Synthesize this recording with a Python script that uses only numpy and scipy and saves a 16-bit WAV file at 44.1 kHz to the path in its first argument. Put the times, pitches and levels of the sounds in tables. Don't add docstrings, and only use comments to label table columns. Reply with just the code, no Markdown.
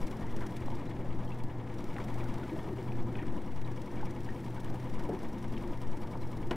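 import sys
import numpy as np
from scipy import signal
from scipy.fft import rfft, irfft, next_fast_len
from scipy.io import wavfile
from scipy.ndimage import uniform_filter1d

SR = 44100
rng = np.random.default_rng(int(sys.argv[2]) if len(sys.argv) > 2 else 0)


def transcribe(u):
    v = np.clip(np.atleast_2d(u).T, -1, 1)
    q = np.round(v * 32767).astype(np.int16)
    wavfile.write(sys.argv[1], SR, q)


N = 289274
T = np.arange(N) / SR

# (time [s], relative rumble level [dB])
GUSTS = [(0.0, -38), (.2, -50), (.35, -41), (.53, -58), (.72, -44.5), (.86, -58), (1.0, -42), (1.4, -51),
         (1.7, -55), (1.95, -44), (2.3, -43), (2.75, -59), (2.9, -48), (3.1, -51), (3.85, -58), (4.1, -39),
         (4.3, -50), (4.44, -69), (4.62, -46), (4.8, -55), (4.98, -47), (5.5, -42), (6.0, -48), (6.3, -45),
         (6.56, -45)]
# (time [s], relative wash level [dB], relative splash level [dB])
RIPPLES = [(0.0, -38.5, -54), (0.74, -41.5, -54), (1.28, -40.5, -59.5), (1.42, -41, -59),
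           (1.8, -42.5, -55.5), (2.06, -39.5, -51.5), (3.2, -40.5, -58), (3.68, -43, -56.5),
           (3.98, -39, -54.5), (4.2, -42.5, -56), (4.96, -42, -54.5), (5.14, -37.5, -57),
           (5.3, -40.5, -55.5), (6.56, -41, -60.5)]
# (frequency [Hz], relative level [dB])
WASH_COLOUR = [(50, 2), (100, -7), (150, 0.5), (215, 2), (300, 0.5), (370, -2.5), (430, -8.5), (600, -10.5),
               (900, -11), (1200, -19.5), (2000, -30.5)]
# (frequency [Hz], relative level [dB])
SPLASH_COLOUR = [(500, 3.5), (900, 0), (1080, -0.5), (1400, -3), (2200, -2), (2500, -8), (3400, -10.5),
                 (4200, -16.5), (8000, -24)]
# (middle time [s], relative level [dB], central pitch [Hz], spread in time [s])
SPATTERS = [(0.121, -55, 1910, 0.022), (0.425, -47, 1520, 0.021), (.6, -53, 1870, 0.022),
            (1.995, -54, 1400, .008), (2.11, -60, 1400, 0.022), (2.211, -46.5, 904, 0.027),
            (3.2, -51, 2100, 0.028), (4.021, -60, 1630, 0.015), (5.145, -66, 2000, 0.011),
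            (6.06, -51.5, 1150, 0.04)]
# (time [s], relative level [dB], starting pitch [Hz], decay [s])
PLOPS = [(.28, -50, 2030, 0.0086), (.665, -61, 4000, 0.013), (.725, -42, 890, 0.022),
         (.825, -41, 488, 0.024), (.875, -52, 3930, 0.004), (1.275, -54, 3120, 0.0088),
         (1.318, -43.5, 2620, 0.0072), (1.964, -35, 785, 0.0091), (2.179, -51, 970, 0.0057),
         (2.206, -36, 2340, 0.0023), (2.258, -43, 1400, .006), (2.43, -43, 1430, .007),
         (2.495, -46, 2460, .004), (2.562, -43, 870, 0.0083), (2.564, -37, 614, .01),
         (2.586, -42, 620, .009), (2.776, -45.5, 975, .012), (2.92, -37.5, 2480, 0.0018),
         (3.192, -44, 1820, 0.009), (3.224, -42, 1890, 0.005), (3.234, -41, 1710, 0.004),
         (3.647, -51, 3800, .005), (4.003, -43, 1530, .006), (4.029, -31, 840, 0.0073),
         (4.287, -42, 1813, 0.011), (4.58, -44, 1470, 0.0054), (4.743, -35, 740, 0.0074),
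         (5.17, -42, 1010, 0.0058), (6.035, -55, 4400, .004), (6.22, -53, 3960, 0.0061)]
# (time [s], relative level [dB], starting pitch of the hollow [Hz], decay [s], overtone gain [dB])
SLAPS = [(1.996, -29, 398, 0.008, -10), (2.49, -32, 215, .014, -11), (2.518, -28, 320, 0.021, -7),
         (2.575, -29, 185, .012, -12), (2.58, -32, 367, 0.0091, -10), (2.63, -32.5, 309, 0.011, -16),
         (2.711, -28.5, 387, 0.01, -18), (2.729, -25, 318, 0.0089, -16), (2.782, -28.5, 377, 0.012, -23),
         (3.215, -31, 295, 0.022, -18), (4.012, -36, 370, 0.011, -7), (5.089, -22.5, 364, 0.01, -0.5),
         (5.132, -25.5, 376, 0.01, -17), (5.148, -27, 209, 0.0076, -8), (5.234, -28, 236, 0.013, -12),
         (5.336, -26, 232, 0.01, -18), (5.526, -32, 220, 0.044, -18)]
# (multiple of its pitch [ratio], relative level [dB])
HULL_OVERTONES = [(1.2, -0.5), (1.55, -7), (1.95, -9), (2.3, -17)]
# (time [s], relative level [dB], reference pitch [Hz], decay [s])
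TAPS = [(.682, -31.5, 900, 0.0027), (1.9555, -43, 1400, .003), (1.9565, -33, 650, .003),
        (1.9638, -35.5, 2050, .002), (1.9665, -48, 3420, .002), (1.976, -36, 800, .003),
        (1.9828, -31.5, 1800, .002), (1.9888, -33, 1150, .003), (2.007, -43, 950, .002),
        (3.153, -43, 3110, .002), (3.1545, -39.5, 2520, 0.0032), (3.155, -40, 1550, .0025),
        (3.1835, -46, 2500, .002), (3.19, -39.5, 2500, 0.0023), (3.2, -46, 2400, .002),
        (3.218, -46, 2300, .0018), (3.23, -41, 1450, .003), (4.004, -46, 1700, .003),
        (4.287, -43, 1650, 0.0034), (5.567, -44, 3120, 0.0027), (5.576, -41, 2750, 0.0027),
        (6.154, -33.5, 875, 0.0041)]
# (multiple of its reference pitch [ratio], relative level [dB])
TAP_MODES = [(.8, -4), (1, -2), (1.17, -9.5), (1.38, -13)]
# (time [s], relative level [dB])
CLACKS = [(6.5105, -30.5), (6.5133, -31.5), (6.5173, -44)]
# (nominal frequency [Hz], relative level [dB], time to fall 60 dB [s])
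TACKLE_MODES = [(215, -9, 0.07), (345, 1.5, 0.061), (465, -3, 0.053), (660, -8.5, 0.058),
                (1010, -5.5, 0.037), (1430, -3.5, 0.024), (1954, -10.5, 0.06), (2820, -13, 0.025),
                (2960, -7.5, 0.026), (3620, -21, 0.014), (5050, -25, 0.035)]
# (time [s], relative tick level [dB], relative line hiss level [dB])
WINDING = [(0.0, -59, -69), (0.26, -66, -74), (0.46, -63, -71.5), (1.04, -73, -76.5), (1.34, -65.5, -74.5),
           (1.64, -80, -77), (1.78, -65.5, -74.5), (2.2, -65.5, -69.5), (2.9, -71.5, -71.5),
           (3.14, -68.5, -75), (4.18, -64.5, -75), (4.34, -65.5, -72.5), (6.56, -64.5, -73)]
# (frequency [Hz], relative level [dB])
LINE_COLOUR = [(2000, -10), (3500, -1.5), (5500, -4), (7000, -8.5), (10000, -7), (16000, -10.5)]
# (place in the turn [0-1], relative level [dB], decay [s])
TICKS = [(.04, 2.5, 0.0037), (0.136, 6.5, 0.0092), (.29, 3, 0.0053), (.64, -6, 0.0045), (.71, 8, 0.0059)]
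# (time [s], relative level [dB], decay [s])
SNAPS = [(.069, -56.5, .001), (.073, -55, .005), (0.363, -49.5, 0.0042), (.393, -56, .002),
         (.4655, -51.5, 0.0046), (.566, -51, 0.005), (0.7513, -53, .003), (1.436, -55.5, 0.004),
         (1.805, -57, 0.0033), (1.841, -55, 0.003), (2.04, -51, 0.0032), (2.142, -53, .002),
         (2.239, -55, 0.003), (2.34, -54, .003), (3.615, -57, .003), (3.715, -58, .003),
         (3.817, -55, 0.004), (4.055, -56, .004), (4.108, -61, .003), (4.232, -59, 0.0045),
         (4.501, -65, 0.0028), (4.545, -57, .003), (4.601, -55, 0.0045), (4.894, -63, .003),
         (4.941, -61, .003), (4.993, -53, 0.0026), (5.33, -54, .003), (5.383, -61, .003),
         (5.676, -57, .003), (5.816, -56, .003), (5.971, -64, .003), (6.112, -59, 0.0027),
         (6.211, -62, 0.0025), (6.369, -59, .003), (6.469, -59, 0.0037)]
# (frequency [Hz], gain [dB])
TICK_COLOUR = [(2000, 11.5), (3500, 11), (4400, 7.5), (5250, 9.5), (5700, 4.5), (6200, 3.5), (8500, 5),
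               (12000, 0), (16000, -7)]
# (frequency [Hz], width [Hz])
TICK_RING = (5700, 510)
# (place in the turn [0-1], resonance [Hz], width [Hz], relative level [dB], grit [0-1])
CONTACTS = [(.05, 855, 54, -66, 0), (0.089, 350, 37, -59.5, 0.54), (.12, 992, 22.4, -61, 0.15),
            (0.3, 2930, 75, -84, 0.3), (0.211, 640, 140, -67.5, 0.24), (0.219, 356, 41, -60, 0.27),
            (.24, 220, 117, -54, 0.02), (.22, 2000, 50, -79, 0), (0.1, 1242, 26, -69.5, 0.4),
            (.29, 2253, 74, -70.5, 0.39), (0.289, 2880, 221, -76.5, 0.2), (.29, 3330, 240, -77, 0.8),
            (0.289, 1990, 780, -70, 1), (0.269, 501.4, 25.6, -59, 0.07), (0.319, 860, 59, -65.5, 0),
            (0.318, 978, 65, -68.5, 0), (.33, 1140, 67, -69, 0.2), (.44, 914, 44, -61.5, 0.06),
            (0.679, 337, 46, -54, 0.04), (0.68, 716, 180, -69.5, 0.06), (0.5, 3800, 140, -87, 0.2),
            (.715, 5600, 280, -85.5, 0), (.79, 2080, 160, -77.5, 0.76), (.82, 488, 33, -61.5, 0.5),
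            (.83, 796, 100, -74.5, 0.37)]
# (time [s], speed [turns per second])
SPOOL = [(0.0, 10.32), (0.42, 9.99), (0.52, 10.31), (1.04, 10.25), (1.14, 9.97), (1.42, 10.45),
         (1.56, 9.87), (2.34, 10.13), (2.54, 10.41), (3.08, 9.95), (3.36, 10.32), (3.66, 9.91),
         (3.98, 10.48), (4.3, 10.01), (5.0, 10.26), (5.84, 10.25), (5.98, 9.92), (6.56, 10.19)]
# (time [s], relative mesh hum level [dB])
LOAD = [(0.0, -46), (1.26, -41), (1.42, -44.5), (1.66, -42), (1.8, -48.5), (2.2, -37.5), (2.52, -47.5),
        (2.9, -40.5), (3.28, -41.5), (3.44, -53), (3.7, -39.5), (3.88, -53.5), (4.12, -42), (4.28, -45),
        (4.84, -40.5), (5.3, -54.5), (5.4, -43.5), (5.64, -46.5), (5.74, -44.5), (6.56, -44.5)]
GEAR_ORDERS = [7, 8, 9, 10, 13, 16, 18, 21, 22, 24, 34]
GEAR_DB = [-60.5, -55, -57.5, -57, -59.5, -57.5, -58.5, -55, -58.5, -58.5, -54.5]
# (frequency [Hz], width [Hz], rms level [dB])
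FRAME = [(345, 17, -61), (1701, 30, -71), (1848, 35, -70.5)]

TEETH = 12
GEAR_RATIO = 6.6
PUSH_DB, PUSH_PLACE = 0.5, 0.72
TICK_WIDTH = 0.25
LEFT_DB, TREBLE_LEFT_DB = 2, -0.1
TOP_HZ = 15850
OPPOSITE = np.array([[1], [-1]])


def undb(db):
    return 10 ** (np.asarray(db) / 20)


def level(x, db):
    return x * undb(db) / np.sqrt(np.mean(x ** 2))


def curves(table):
    s, *columns = np.transpose(table)
    return [np.interp(T, s, c) for c in columns]


def noise():
    return rng.standard_normal(N)


def walk(rate):
    k = int(SR / rate)
    steps = np.repeat(rng.standard_normal(N // k + 1), k)
    return 1.59 * uniform_filter1d(uniform_filter1d(steps, k), k)[:N]


def resonate(x, hz, width):
    b, a = signal.iirpeak(hz, hz / (1.5 * width), fs=SR)
    return signal.lfilter(b, a, signal.lfilter(b, a, x))


def colour(x, points):
    size = next_fast_len(N + SR // 4)
    hz, db = np.transpose(points)
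    octave = np.log2(np.maximum(np.fft.rfftfreq(size, 1 / SR), 1))
    outside = np.abs(octave - np.clip(octave, np.log2(hz[0]), np.log2(hz[-1])))
    gain = undb(np.interp(octave, np.log2(hz), db) - 20 * outside)
    return irfft(rfft(x, size) * gain, size)[:N]


def fade(t, decay, onset_s):
    return np.exp(-t / decay) * (1 - np.exp(-t / onset_s))


def drop_in(out, s, sound):
    i = int(s * SR)
    out[i:i + len(sound)] += sound


def breeze(sway_db=-33.5, rumble_db=-1.1, sway_follow=0.55):
    gust_db = curves(GUSTS)[0]
    swings = colour(noise(), [(1, 0), (2, -3), (4, -8), (10, -15), (18, -23)])
    sway = level(swings * undb(sway_follow * gust_db), sway_db)
    rumble = level(colour(noise(), [(18, 11), (26, -2), (38, -12), (65, -9)]), rumble_db)
    return sway + rumble * undb(gust_db)


def spatter(count=30, spread_octaves=0.36, cycles=4, scatter_db=4):
    out = np.zeros(N + SR)
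    t = T[:SR // 30]
    for s, db, hz, spread_s in SPATTERS:
        for when, pitch, size in rng.standard_normal((count, 3)):
            cycle = hz * 2 ** (spread_octaves * pitch) * t
            bubble = np.sin(2 * np.pi * cycle) * fade(cycle, cycles, 0.5)
            gain = undb(db + scatter_db * min(size, 1))
            drop_in(out, s + spread_s * np.clip(when, -2, 2), gain * bubble)
    return out[:N]


def plops(rise=0.054, onset_s=0.0011, froth=0.3):
    out = np.zeros(N + SR)
    t = T[:SR // 5]
    for s, db, hz, decay in PLOPS:
        glide = t - decay * 2 * (1 - np.exp(-t / decay / 2))
        tone = np.sin(2 * np.pi * hz * (t + rise * glide))
        fizz = level(resonate(rng.standard_normal(len(t)), hz, hz / 2), 0)
        drop_in(out, s, undb(db) * (tone + froth * fizz) * fade(t, decay, onset_s))
    return out[:N]


def slaps(onset_s=0.0043, rise=0.099, slosh=0.13):
    out = np.zeros(N + SR)
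    t = T[:SR // 5]
    for s, db, hz, decay, bright_db in SLAPS:
        phase = 2 * np.pi * hz * (t + rise * t ** 2)
        overtones = sum(undb(mode_db) * np.sin(ratio * phase) for ratio, mode_db in HULL_OVERTONES)
        wet = level(resonate(rng.standard_normal(len(t)), hz, hz), 0)
        ring = np.sin(phase) + undb(bright_db) * overtones + slosh * wet
        drop_in(out, s, undb(db) * ring * fade(t, decay, onset_s))
    return out[:N]


def water(wash_db=-2.0, splash_db=-1.4, churn_db=1.08, sparkle_db=2):
    wash_curve, splash_curve = curves(RIPPLES)
    churn = noise() * undb(churn_db * walk(30))
    wash = level(colour(churn, WASH_COLOUR), wash_db) * undb(wash_curve)
    sparkle = noise() * undb(sparkle_db * walk(150))
    splash = level(colour(sparkle, SPLASH_COLOUR), splash_db) * undb(splash_curve)
    return wash + splash + spatter() + plops() + slaps()


def taps(onset_s=0.00046):
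    out = np.zeros(N + SR)
    t = T[:SR // 20]
    for s, db, hz, decay in TAPS:
        ring = sum(undb(mode_db) * np.sin(2 * np.pi * (ratio * hz * t + rng.random()))
                   for ratio, mode_db in TAP_MODES)
        drop_in(out, s, undb(db) * ring * fade(t, decay, onset_s))
    return out[:N]


def clack(crack_db=-4, crack_s=0.0046, body_db=-11, body_s=0.046, detune=0.013):
    out = 0
    for s, db in CLACKS:
        age = np.maximum(T - s, 0)
        ring = 0
        for hz, mode_db, t60 in TACKLE_MODES:
            pitch = hz * (1 + detune * rng.standard_normal())
            ring = ring + undb(mode_db - 60 * age / t60) * np.sin(2 * np.pi * pitch * age)
        bright = colour(noise(), [(600, 16), (3200, 4), (4000, -7), (15000, -24)])
        crack = level(bright, crack_db) * np.exp(-age / crack_s)
        dull = colour(noise(), [(150, 4), (400, 8.0), (1000, 1), (2500, -12)])
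        thud = level(dull, body_db) * np.exp(-age / body_s)
        out = out + undb(db) * (ring + crack + thud) * (age > 0)
    return out


def line(hiss_db=2.0, flutter_db=1, air_db=-78):
    flutter = undb(curves(WINDING)[1] + flutter_db * walk(60))
    hiss = level(colour(noise(), LINE_COLOUR), hiss_db) * flutter
    air = level(colour(noise(), [(4500, -21), (7000, -6), (11000, -7), (16000, -10)]), air_db)
    return hiss + air * OPPOSITE


def passes(turns, place, scatter_db, slack):
    count = np.floor(turns - place + slack * walk(20)).astype(int) + 2
    arrived = np.diff(count, prepend=count[0]) > 0
    start = np.maximum.accumulate(np.where(arrived, T, -1))
    hardness_db = scatter_db * (2 * rng.random(size=128) - 3.0)
    return T - start, undb(hardness_db)[count]


def chatter(age, decay, snap=0.9, snap_s=0.00042, rise_s=0.0017):
    return fade(age, decay, rise_s) + snap * np.exp(-age / snap_s) * (age > 0)


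def ticks(turns, tick_db=2.0, grain_db=3.0, ring_db=11):
    tension = undb(curves(WINDING)[0] + tick_db)
    power = 0
    for place, db, decay in TICKS:
        age, size = passes(turns, place, scatter_db=2, slack=0.005)
        power = power + (tension * undb(db) * size * chatter(age, decay)) ** 2
    for s, db, decay in SNAPS:
        power = power + (undb(db) * chatter(np.maximum(T - s, 0), decay)) ** 2
    envelope = np.sqrt(power)
    grains = level(undb(grain_db * walk(2500)), 0)
    mid = colour(envelope * grains * noise(), TICK_COLOUR)
    side = colour(envelope * grains * noise(), TICK_COLOUR)
    ring = undb(ring_db) * resonate(envelope * noise(), *TICK_RING)
    return mid + ring + TICK_WIDTH * side * OPPOSITE


def knocks(turns, scatter_db=2.0, scrape_s=0.015, follow=0.023):
    out = 0
    for place, hz, width, db, grit in CONTACTS:
        age, size = passes(turns, place, scatter_db, slack=0.0015)
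        push = level(size * (age == 0), 0)
        scrape = level(size * np.exp(-age / scrape_s) * noise(), 0)
        force = (1 - grit) * push + grit * scrape
        out = out + level(resonate(force, hz, width), db)
    tension_db = curves(WINDING)[0]
    return out * undb(follow * (tension_db - tension_db.mean()))


def gears(turns, mesh_db=0, waver_db=3.0, flutter_db=1.0, wander_turns=0.083, rough=0.16):
    push_db = PUSH_DB * np.cos(2 * np.pi * (turns / GEAR_RATIO - PUSH_PLACE))
    tone = np.sin(2 * np.pi * (TEETH * turns + wander_turns * walk(16)))
    mesh = tone * undb(flutter_db * walk(22)) * (1 + rough * walk(70))
    out = level(mesh, mesh_db) * undb(curves(LOAD)[0] + push_db)
    for order, db in zip(GEAR_ORDERS, GEAR_DB):
        phase = order * turns + rng.random() + 0.098 * walk(8)
        waver = undb(waver_db * np.minimum(walk(9), 1))
        out += level(np.sin(2 * np.pi * phase) * waver, db)
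    frame = sum(level(resonate(noise(), hz, width), db) for hz, width, db in FRAME)
    return out + frame


def scene():
    turns = np.cumsum(curves(SPOOL)[0]) / SR
    body = gears(turns) + knocks(turns) + water() + taps() + clack() + breeze()
    treble = ticks(turns) + line()
    lean = OPPOSITE / 2
    return body * undb(LEFT_DB * lean) + treble * undb(TREBLE_LEFT_DB * lean)


def record(dry):
    return signal.sosfilt(signal.ellip(10, 0.2, 80, TOP_HZ, fs=SR, output="sos"), dry)


dry = scene()
out = record(dry)
transcribe(out)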